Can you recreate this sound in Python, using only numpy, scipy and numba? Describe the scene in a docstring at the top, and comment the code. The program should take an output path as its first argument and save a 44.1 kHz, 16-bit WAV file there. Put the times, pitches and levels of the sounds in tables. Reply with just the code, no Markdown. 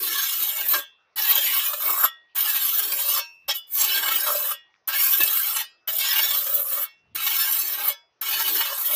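"""A gritty scrape comes and goes in strokes: a steel trowel is drawn over wet cement in a quiet room.
Random clicks, the sand grains under the edge, drive resonators for the cement-damped blade and the slab,
and third-octave bands for the bare scrape. At each lift the scrape fades fast and most lifts leave the
freed blade modes ringing, as decaying sines. Faint ticks, bench rumble, rubbing and a room floor lie below."""
import sys
import numpy as np
from scipy import signal
from scipy.io import wavfile
from numba import njit

SR = 44100
rng = np.random.default_rng(int(sys.argv[2]) if len(sys.argv) > 2 else 0)


def store_pcm(level_fs):
    """Save levels as 16-bit WAV."""
    pcm = np.round(np.clip(level_fs, -1, 1) * 32767).astype(np.int16)
    wavfile.write(sys.argv[1], SR, np.atleast_2d(pcm).T)


N = 394694
STEP = 32      # samples per control step


def from_db(db):
    """Gain of a level in dB."""
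    return 10 ** (np.asarray(db) / 20)


def rms_one(x):
    """Scaled to rms 1."""
    return x / np.sqrt(np.mean(x ** 2) + 1e-20)


def at_hz(points, hz):
    """A spectrum read on a log-frequency axis."""
    pitches, levels = np.array(points).T
    return np.interp(np.log(hz), np.log(pitches), levels)


def step_times():
    """Times of the control steps in seconds."""
    return np.arange(N // STEP + 1) * STEP / SR


def drift(corner_hz):
    """Slow random wander of rms 1, one value a control step: noise through a double one-pole low-pass."""
    r = np.exp(-2 * np.pi * STEP * corner_hz / SR)
    settle = 2000      # steps dropped while the filter starts up
    noise = rng.standard_normal(N // STEP + 1 + settle)
    return rms_one(signal.lfilter([1], [1, -2 * r, r * r], noise)[settle:])


def pulses(events, decay_s):
    """An envelope that jumps at each (time, level) event and dies away exponentially."""
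    marks = np.zeros(N) + 1e-18
    marks[[round(e[0] * SR) for e in events]] = from_db([e[1] for e in events])
    return signal.lfilter([1], [1, -np.exp(-1 / (decay_s * SR))], marks)


def coloured(x, spectrum, level_db, patchy_db):
    """Third-octave bands, each with its level, its course level_db(Hz) and a flicker of its own."""
    out, edges = 0, 60 * 2 ** np.arange(0, 8.2, 1 / 3)
    for k, (low, high) in enumerate(zip(edges, edges[1:])):
        hz = np.sqrt(low * high)
        gain = from_db(at_hz(spectrum, hz) + level_db(hz) + patchy_db * drift(7.2))
        source = x[k % 2] * np.repeat(gain, STEP)[:N]      # neighbouring bands take different sources
        band = signal.butter(3, [low, high], "band", fs=SR, output="sos")
        out = out + signal.sosfilt(band, source + 1e-18)
    return out


@njit
def resonate(force, gain, width_hz, hz):
    """One mode whose drive, width and pitch change at every control step; a wider stage steepens its skirts."""
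    out, wide, z, turn, r, r_wide, g = np.zeros(len(force)), 0j, 0j, 0j, 0., 0., 0.
    for i in range(len(force)):
        if i % STEP == 0:
            k = i // STEP
            turn = np.exp(2j * np.pi * hz[k] / SR)
            r = np.exp(-np.pi * width_hz[k] / SR)
            r_wide = np.exp(-4 * np.pi * width_hz[k] / SR)
            g = gain[k] * (1 - r_wide) * np.sqrt(1 - r)
        wide = wide * turn * r_wide + g * force[i]
        z = z * turn * r + wide
        out[i] = z.imag
    return out


# modes of the free blade: (pitch [Hz], free decay time t60 [s])
BLADE_MODES = [(608, .2), (942, .35), (1109, .2), (1324, .25), (1600, .22), (1728, .2), (1890, .55),
               (2218, .28), (2460, .6), (2536, .6), (2627, .8), (2719, .7), (2862, .33), (2966, .24),
               (3235, .33), (3397, .3), (3467, .33), (3591, .2), (3860, .2), (3994, .22), (4398, .2),
               (4942, .36), (5329, .24), (5475, .14), (5532, .3), (6121, .21), (6862, .13), (7440, .11),
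               (8385, .08), (8800, .1)]
# how strongly the grit drives each of those modes: (relative level [dB])
BLADE_DRIVE = [-13, -5.5, 1.5, 4, 9, 5, 1, 0, -9, -15, -2, -36.5, -6.5, 3, -3, -20.5, -22, -2.5, -9, -6, -5,
               -13, -6.5, -12.5, -8, -6.5, -5.5, -3, -7, -9.5]
# crowded small modes and the scrape between them: (pitch [Hz], relative level [dB per Hz])
SCRAPE_SPECTRUM = [(300, -38.5), (470, -13), (720, 2), (1280, -11.5), (2120, -12.5), (2980, -8),
                   (5000, -19.5), (7870, -16.5), (10500, -12), (11700, -4.5), (13700, 0), (16000, -2)]
# broad resonances of the loaded slab under a heavy drag: (pitch [Hz], width [Hz], relative level [dB])
SLAB_MODES = [(587, 42, 8.5), (1173, 160, 3.5), (1365, 100, -9)]
# coarse grains that catch the edge: (time [s], level before the jolt gain [dB])
GRAIN_CATCHES = [(0.43, -39), (0.732, -2), (1.255, -24), (1.484, -41), (1.59, -20), (1.732, -0.5),
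                 (2.034, -12.5), (2.915, -12.5), (3.48, -13.5), (3.819, -46), (4.081, -12.5), (4.262, -21),
                 (4.344, -17.5), (4.51, -15), (4.954, -29), (5.13, -23), (5.201, -5), (5.56, -12),
                 (5.874, -7), (6.186, -11), (6.464, -10), (7.155, -11), (7.264, -6.5), (8.221, -17.5),
                 (8.395, -21), (8.605, -6.5)]
# short bright scratches of single grains: (time [s], level before the scratch gain [dB])
GRAIN_SCRATCHES = [(0.4, -8), (0.4279, -10), (0.604, -9.5), (0.684, 0.5), (1.693, -20), (2.4039, -5),
                   (2.916, -8.5), (2.995, -12), (3.7149, -15), (4.9371, -13), (5.181, -7), (5.2305, -5),
                   (5.2759, -5), (5.3931, -8), (5.879, -14), (6.304, -13), (6.7281, -10), (7.1501, -22),
                   (7.261, -15), (7.3644, -7), (7.473, -17.5), (7.522, -4), (7.8554, -13), (8.418, -9)]
SCRATCH_S, SCRATCH_GAIN_DB = 0.0033, 11.5
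STRAY_SCRATCHES_PER_S, STRAY_DB = 13, -17      # stray level before the scratch gain
CONTACT_DB, LIFTED_DB = -38, -58      # hiss level at full contact and with the blade clear
DAMPING_HZ = 20      # width added by the cement, before the contact factor of 0.3 to 1.3
HOLLOW_SLAB_DB, HOLLOW_GAPS_DB, HOLLOW_BELOW_HZ = 9, -45, 1900      # at hollowness 1
HOLLOW_BLADE_SHARE = 0.13      # of the drop between resonances, felt by the blade modes too
# pitches where deep drag, drag (from, to), drive and hiss rule
STROKE_HZ = [706, 1000, 1480, 4620, 10400]


def trowel():
    """Grit drives the damped blade modes, its crowded small modes, the slab and the bare scrape."""
    hiss, drive, drag, deep, _ = strokes()
    contact = np.clip((hiss - LIFTED_DB) / (CONTACT_DB - LIFTED_DB), 0, 1)
    lifted_db = -14 * (1 - contact)      # clear of the cement, small modes and scrape sink further
    hollow = hollowness()
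    shake = 1.7 * drift(29.0)      # stick and slip shake all bands together, in dB

    def level_db(hz):
        """Level at a pitch: the two nearest stroke levels, blended."""
        weights = [at_hz(list(zip(STROKE_HZ, one)), hz) for one in np.eye(5)]
        return sum(w * db for w, db in zip(weights, [deep, drag, drag, drive, hiss])) + shake

    def gaps_db(hz):
        """Between the slab's resonances a hollow scrape falls quiet."""
        return HOLLOW_GAPS_DB * hollow / (1 + (hz / HOLLOW_BELOW_HZ) ** 4)

    def ring(modes, offset_db, where_db, wander):
        """The point of contact wanders over each mode's shape, and the load pulls its pitch about."""
        out = 0
        for k, (hz, width_hz, db) in enumerate(modes):
            gain = from_db(level_db(hz) + db + offset_db + where_db * drift(7.4))
            pitch = hz * (1 + wander * contact * drift(2.72))
            out = out + resonate(grains[k % 2], gain, width_hz + 0. 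* contact, pitch)
        return out

    grains = [grit(per_s=12000, spread_db=3.0) for side in range(2)]

    # a coarse grain jolts the blade with a burst that is duller than the fine sand
    jolts = pulses(GRAIN_CATCHES, decay_s=0.011) * from_db(18.0)
    dull = signal.butter(1, 5000, fs=SR, output="sos")
    grains = [g + signal.sosfilt(dull, g * jolts) for g in grains]

    # single grains scratch brightly, the listed ones among many random strays
    count = round(STRAY_SCRATCHES_PER_S * N / SR)
    stray_s = rng.uniform(0, N / SR - .01, count)
    strays = list(zip(stray_s, STRAY_DB + 3 * rng.standard_normal(count)))
    scratches = pulses(list(GRAIN_SCRATCHES) + strays, decay_s=SCRATCH_S) * from_db(SCRATCH_GAIN_DB)
    bright = signal.butter(1, 3000, "high", fs=SR, output="sos")
    grains = [g + signal.sosfilt(bright, g * scratches) for g in grains]

    cement_hz = DAMPING_HZ * (.3 + contact)      # clinging cement damps a little even in the air
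    damped = [(hz, np.log(1000) / np.pi / t60 + cement_hz, db + HOLLOW_BLADE_SHARE * gaps_db(hz))
              for (hz, t60), db in zip(BLADE_MODES, BLADE_DRIVE)]
    crowd_hz = np.linspace(800, 15400, num=96) + rng.uniform(-57, 81, size=96)
    crowd = [(hz, 32 + 0.0052 * hz, at_hz(SCRAPE_SPECTRUM, hz) + gaps_db(hz)) for hz in crowd_hz]

    blade = ring(damped, offset_db=-15.0, where_db=5.5, wander=0.0053)
    small_modes = ring(crowd, offset_db=lifted_db - 7, where_db=5.5, wander=0.0056)
    slab = ring(SLAB_MODES, offset_db=-10 + HOLLOW_SLAB_DB * hollow, where_db=3.5, wander=0.048)
    scrape = from_db(-13.0) * coloured(
        grains, SCRAPE_SPECTRUM, lambda hz: level_db(hz) + lifted_db + gaps_db(hz), patchy_db=10.5)
    no_bass = signal.butter(6, 430, "high", fs=SR, output="sos")      # a small blade radiates no bass
    return signal.sosfilt(no_bass, blade + small_modes + slab + scrape)


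def grit(per_s, spread_db):
    """Sand grains crossing the edge: dense clicks of uneven size; rms 1."""
    sizes = from_db(spread_db * np.minimum(rng.exponential(1, N), 5)) * rng.choice([-1, 1], N)
    return rms_one(sizes * (rng.random(N) < per_s / SR))


# strokes: (lands [s], lifts [s], attack [s], first touch below full [dB],
#   edge hiss early, late [dB], blade drive re hiss early, late [dB], drag re hiss early, late [dB],
#   swell of drive and drag before the lift [dB], hiss fade after the lift [dB per s],
#   hiss that lingers after the lift [dB]); levels are relative drive levels
TROWEL_STROKES = [(0.0, 0.79, 0.15, -3.5, -25.5, -29, 4, -3, -8, -13, 7.5, 463, -80),
                  (1.158, 2.051, 0.022, -6.5, -26, -25.5, 3.5, -4.5, -5, -7, 3.5, 506, -75),
                  (2.348, 3.183, 0.013, -8.5, -25, -25, -0.5, -5, -3.5, -18.5, 14, 596, -42.5),
                  (3.478, 3.553, .004, -6, -34, -24, 15, -3.5, 2, -18.5, -6.5, 520, -82),
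                  (3.667, 4.521, 0.066, -24, -24, -28.5, 2.5, -1, -4.5, -7, 0, 560, -80),
                  (4.874, 5.604, 0.004, -1, -21.5, -27.5, -7.5, -0.5, -11, -12, 7, 450, -83.5),
                  (5.873, 6.834, 0.1, -8, -24.5, -27, 5, -8, -4.5, -13, 5.5, 525, -82),
                  (7.147, 7.899, 0.0038, -2, -25.5, -26.5, 0.5, -4, -8, -12.5, 4, 516, -81.5),
                  (8.211, 9.012, 0.052, -4.5, -26.5, -24.5, 3, -11, -4.5, -14.5, 11, 500, -79)]
# the stroke falters: (time [s], half-length [s], change of hiss [dB], change of drive and drag [dB])
STROKE_FALTERS = [(0.59, 0.046, -0.5, 3), (1.749, 0.077, -10.5, -14), (2.893, 0.045, -10.5, -5.5),
                  (3.531, 0.047, -15, 9), (3.726, 0.087, -4, -20), (4.917, 0.049, -13.5, 2),
                  (5.96, 0.067, -3, -12), (6.638, 0.064, -3.5, -12), (7.196, 0.084, -8, -4.5),
                  (7.764, 0.12, -2.5, 2), (8.707, 0.11, -10.5, 2)]
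# low end, in eight lists, the fourth covering the short fourth stroke and the fifth:
#   (time [s], deep drag level [dB], rubbing level [dB])
STROKE_LOWS = [
    [(0.0, -67, -57), (0.208, -65, -56), (0.338, -95, -104), (0.404, -52, -50.5), (0.504, -45, -71),
     (0.78, -42.5, -54)],
    [(1.17, -52, -60), (1.406, -41, -55), (1.592, -61, -62), (1.724, -52.5, -99), (1.908, -50.5, -49),
     (2.06, -46.5, -65)],
    [(2.37, -53, -63), (2.694, -72, -63), (2.768, -55, -56.5), (2.954, -46, -58), (3.068, -50.5, -78),
     (3.19, -45.5, -80)],
    [(3.49, -37, -55), (3.676, -83, -84), (3.798, -45.5, -64.5), (4.178, -39.5, -48), (4.224, -39, -69),
     (4.52, -50, -61)],
    [(4.89, -42, -70), (4.954, -46, -68), (5.098, -80, -99), (5.208, -46, -39), (5.44, -50.5, -70),
     (5.62, -46, -99)],
    [(5.89, -52, -72), (5.924, -49.5, -77), (6.582, -43, -71), (6.66, -54.5, -75.5), (6.792, -38, -66),
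     (6.84, -58, -81)],
    [(7.16, -56, -53), (7.218, -84, -65), (7.284, -61, -49), (7.464, -70, -64), (7.512, -56, -59),
     (7.9, -41, -59)],
    [(8.23, -59, -66), (8.326, -44, -56), (8.59, -47, -55), (8.718, -44, -93), (8.816, -69, -59),
     (8.93, -36, -53)],
]
# fades after the lift, for deep drag, drag and drive: (rate [dB per s])
BODY_FADES = [387.5, 343, 298.5]
LINGER_FADE_DB_PER_S = 130
BODY_LAG = 1.38      # drive and drag start this many times as far down as the hiss
ARCH_DB, SWELL_S = 7, .2      # the blade is driven hardest partway along; swell before the lift


def strokes():
    """Each stroke's course as hiss, drive, drag, deep drag and rubbing in dB at each control step."""
    t = step_times()
    silent_db = -130.
    levels = np.full((5, len(t)), silent_db)
    s, deep, rubbing = np.concatenate(STROKE_LOWS).T
    falter = sum(np.outer(db, np.clip(1 - abs(t - at) / half_s, 0, 1))
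                 for at, half_s, *db in STROKE_FALTERS)
    for land, lift, attack_s, touch_db, *ends_db, swell_db, fade, linger_db in TROWEL_STROKES:
        along = np.clip((t - land) / (lift - land), 0, 1)
        since_lift = np.maximum(t - lift, 0)
        hiss, drive, drag = [np.interp(along, [0, 1], ends) for ends in np.reshape(ends_db, (3, 2))]
        attack = touch_db * np.clip(1 - (t - land) / max(attack_s, .002), 0, 1)
        swell = swell_db * np.clip(1 - (lift - t) / SWELL_S, 0, 1)
        body = hiss + BODY_LAG * attack + falter[1] + swell
        arch = ARCH_DB * np.sin(np.pi * np.sqrt(along))
        deep_fade, drag_fade, drive_fade = np.outer(BODY_FADES, since_lift)
        lingering = np.where(t > lift, linger_db - LINGER_FADE_DB_PER_S * (t - lift), silent_db)
        now = [np.maximum(hiss + attack + falter[0] - fade * since_lift, lingering),
               body + drive + arch - drive_fade,
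               body + drag - drag_fade,
               np.interp(t, s, deep) - deep_fade,
               np.interp(t, s, rubbing) - deep_fade]
        levels[:, t >= land] = np.maximum(now, silent_db)[:, t >= land]
    return levels


# the scrape turns hollow, gathering in the slab's resonances: (from [s], to [s], depth [0-1])
HOLLOW_SPANS = [(1.615, 2.102, 0.96), (3.0, 3.245, 0.9), (4.236, 4.596, 0.93), (6.325, 6.91, 0.8),
                (8.654, 8.955, 0.7)]
HOLLOW_EDGE_S = 0.056


def hollowness():
    """0 in the open scrape, ramping up to each span's depth where it is hollow."""
    t = step_times()
    return sum(depth * np.clip(np.minimum(t - start, end - t) / HOLLOW_EDGE_S, 0, 1)
               for start, end, depth in HOLLOW_SPANS)


# blade modes left ringing, one list a lift: (nearest mode [Hz], peak level [dB])
LIFT_RINGS = [
    [(2627, -58), (2719, -52.5), (3235, -41.5), (3397, -43), (3467, -40)],
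    [(1324, -41.5), (1890, -40), (2862, -45), (3397, -38.5), (3467, -37)],
    [(942, -44.5), (2536, -48.5), (2627, -40.5), (2719, -42), (5329, -48), (5532, -34), (6121, -42)],
    [(2862, -47), (2966, -34), (3397, -43), (3467, -39.5), (4942, -49)],
    [(1890, -48), (2862, -42.5), (3397, -43), (3467, -48.5)],
    [(1890, -59), (2627, -54.5), (4942, -46)],
    [(2218, -46), (2719, -51), (3467, -51)],
    [(942, -49), (2218, -44), (3397, -40), (4942, -49.5), (5329, -48.5)],
    [],
]
FREED_S = 0.027      # from the lift to the peak of the ring


def ring_out():
    """Freed modes swell as the cement lets go, decay, and are stilled once the blade lands again."""
    lead = SR // 20      # samples of swell before the peak
    out, t = np.zeros(N), np.arange(-lead, SR // 2) / SR
    for stroke, following, rings in zip(TROWEL_STROKES, TROWEL_STROKES[1:], LIFT_RINGS):
        peak_s = stroke[1] + FREED_S
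        landed = np.maximum(t - (following[0] + following[2] - peak_s), 0)      # since its attack ended
        at = round(peak_s * SR) - lead
        swell = np.clip(1 + 20 * t, 0, 1) ** 2
        for near_hz, db in rings:
            hz, t60 = min(BLADE_MODES, key=lambda mode: abs(mode[0] - near_hz))
            level = from_db(db - 60 * t / t60 - 60 * landed / 0.24) * swell
            out[at:at + len(t)] += level * np.sin(2 * np.pi * hz * t + rng.uniform(0, 2 * np.pi))
    return out


# faint ticks in a pause: (time [s], level before the band-pass [dB])
PAUSE_TICKS = [(4.741, -39), (4.751, -40.5), (4.761, -46)]


def ticks():
    """Tiny dull clicks: noise bursts that die within milliseconds, band-passed."""
    band = signal.butter(3, [1000, 2800], "band", fs=SR, output="sos")
    return signal.sosfilt(band, rng.standard_normal(N) * pulses(PAUSE_TICKS, decay_s=0.0013))


# heavy pushes on the blade that rumble in the bench:
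#   (time [s], peak level before the lumpiness [dB], fall to either side [dB per s])
BENCH_PUSHES = [(.14, -75, 94.5), (1.45, -72, 54.5), (2.05, -79, 90), (2.7, -76, 40), (3.49, -73, 196),
                (4.08, -59, 75), (5.22, -70, 119), (6.25, -64, 67), (7.18, -64.5, 90), (8.47, -60.5, 85)]
RUMBLE_REST_DB, RUBBING_REST_DB = -89.5, -88.5      # lowest levels before the lumpiness


def bench():
    """Dull rumble and a lumpy rubbing note just above it, both band-passed noise."""
    t, out = step_times(), 0
    rumble_db = np.max([db - fall * abs(t - s) for s, db, fall in BENCH_PUSHES], axis=0)
    rubbing_db = strokes()[4]
    for db, edges_hz, lumpy_db in [(np.maximum(rumble_db, RUMBLE_REST_DB), [55, 220], 3.5),
                                   (np.maximum(rubbing_db, RUBBING_REST_DB), [295, 460], 4.5)]:
        band = signal.butter(3, edges_hz, "band", fs=SR, output="sos")
        noise = rms_one(signal.sosfilt(band, rng.standard_normal(N)))
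        out = out + noise * np.interp(np.arange(N) / SR, t, from_db(db + lumpy_db * drift(4.0)))
    return out


ROOM_T60_S, ROOM_DB = 0.073, -28      # decay time below the treble; tail level


def room(x):
    """A short diffuse tail of decaying noise, the treble lasting half as long again."""
    t = np.arange(SR // 2) / SR
    tail = rng.standard_normal((2, len(t))) * from_db(-60 * t / [[ROOM_T60_S], [1.5 * ROOM_T60_S]])
    low = signal.sosfilt(signal.butter(2, 5000, fs=SR, output="sos"), tail[0])
    high = signal.sosfilt(signal.butter(2, 5000, "high", fs=SR, output="sos"), tail[1])
    return signal.fftconvolve(x, (low + high) / np.linalg.norm(low + high))[:N]


# room floor, shape only: (pitch [Hz], relative level [dB per Hz])
FLOOR_SPECTRUM = [(60, -24), (150, -23.5), (400, 2.5), (800, 5), (2000, 1), (4000, -6.5), (5800, -7.5),
                  (6600, -33), (9000, -47)]
FLOOR_DB = -70      # rms


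def room_floor():
    """Faint steady noise whose bands flicker gently."""
    noise = rng.standard_normal((2, N))
    return from_db(FLOOR_DB) * rms_one(coloured(noise, FLOOR_SPECTRUM, lambda hz: 0, patchy_db=4.1))


def scene():
    """Trowel, ring, ticks, their room tail, bench and floor."""
    near = trowel() + ring_out() + ticks()
    return (near + from_db(ROOM_DB) * room(near) + bench() + room_floor())[None]


CUTOFF_HZ = 15520


def record(dry):
    """A steep low-pass cuts the top."""
    return signal.sosfilt(signal.ellip(12, .3, 75, CUTOFF_HZ, fs=SR, output="sos"), dry)


dry = scene()
out = record(dry)
store_pcm(out)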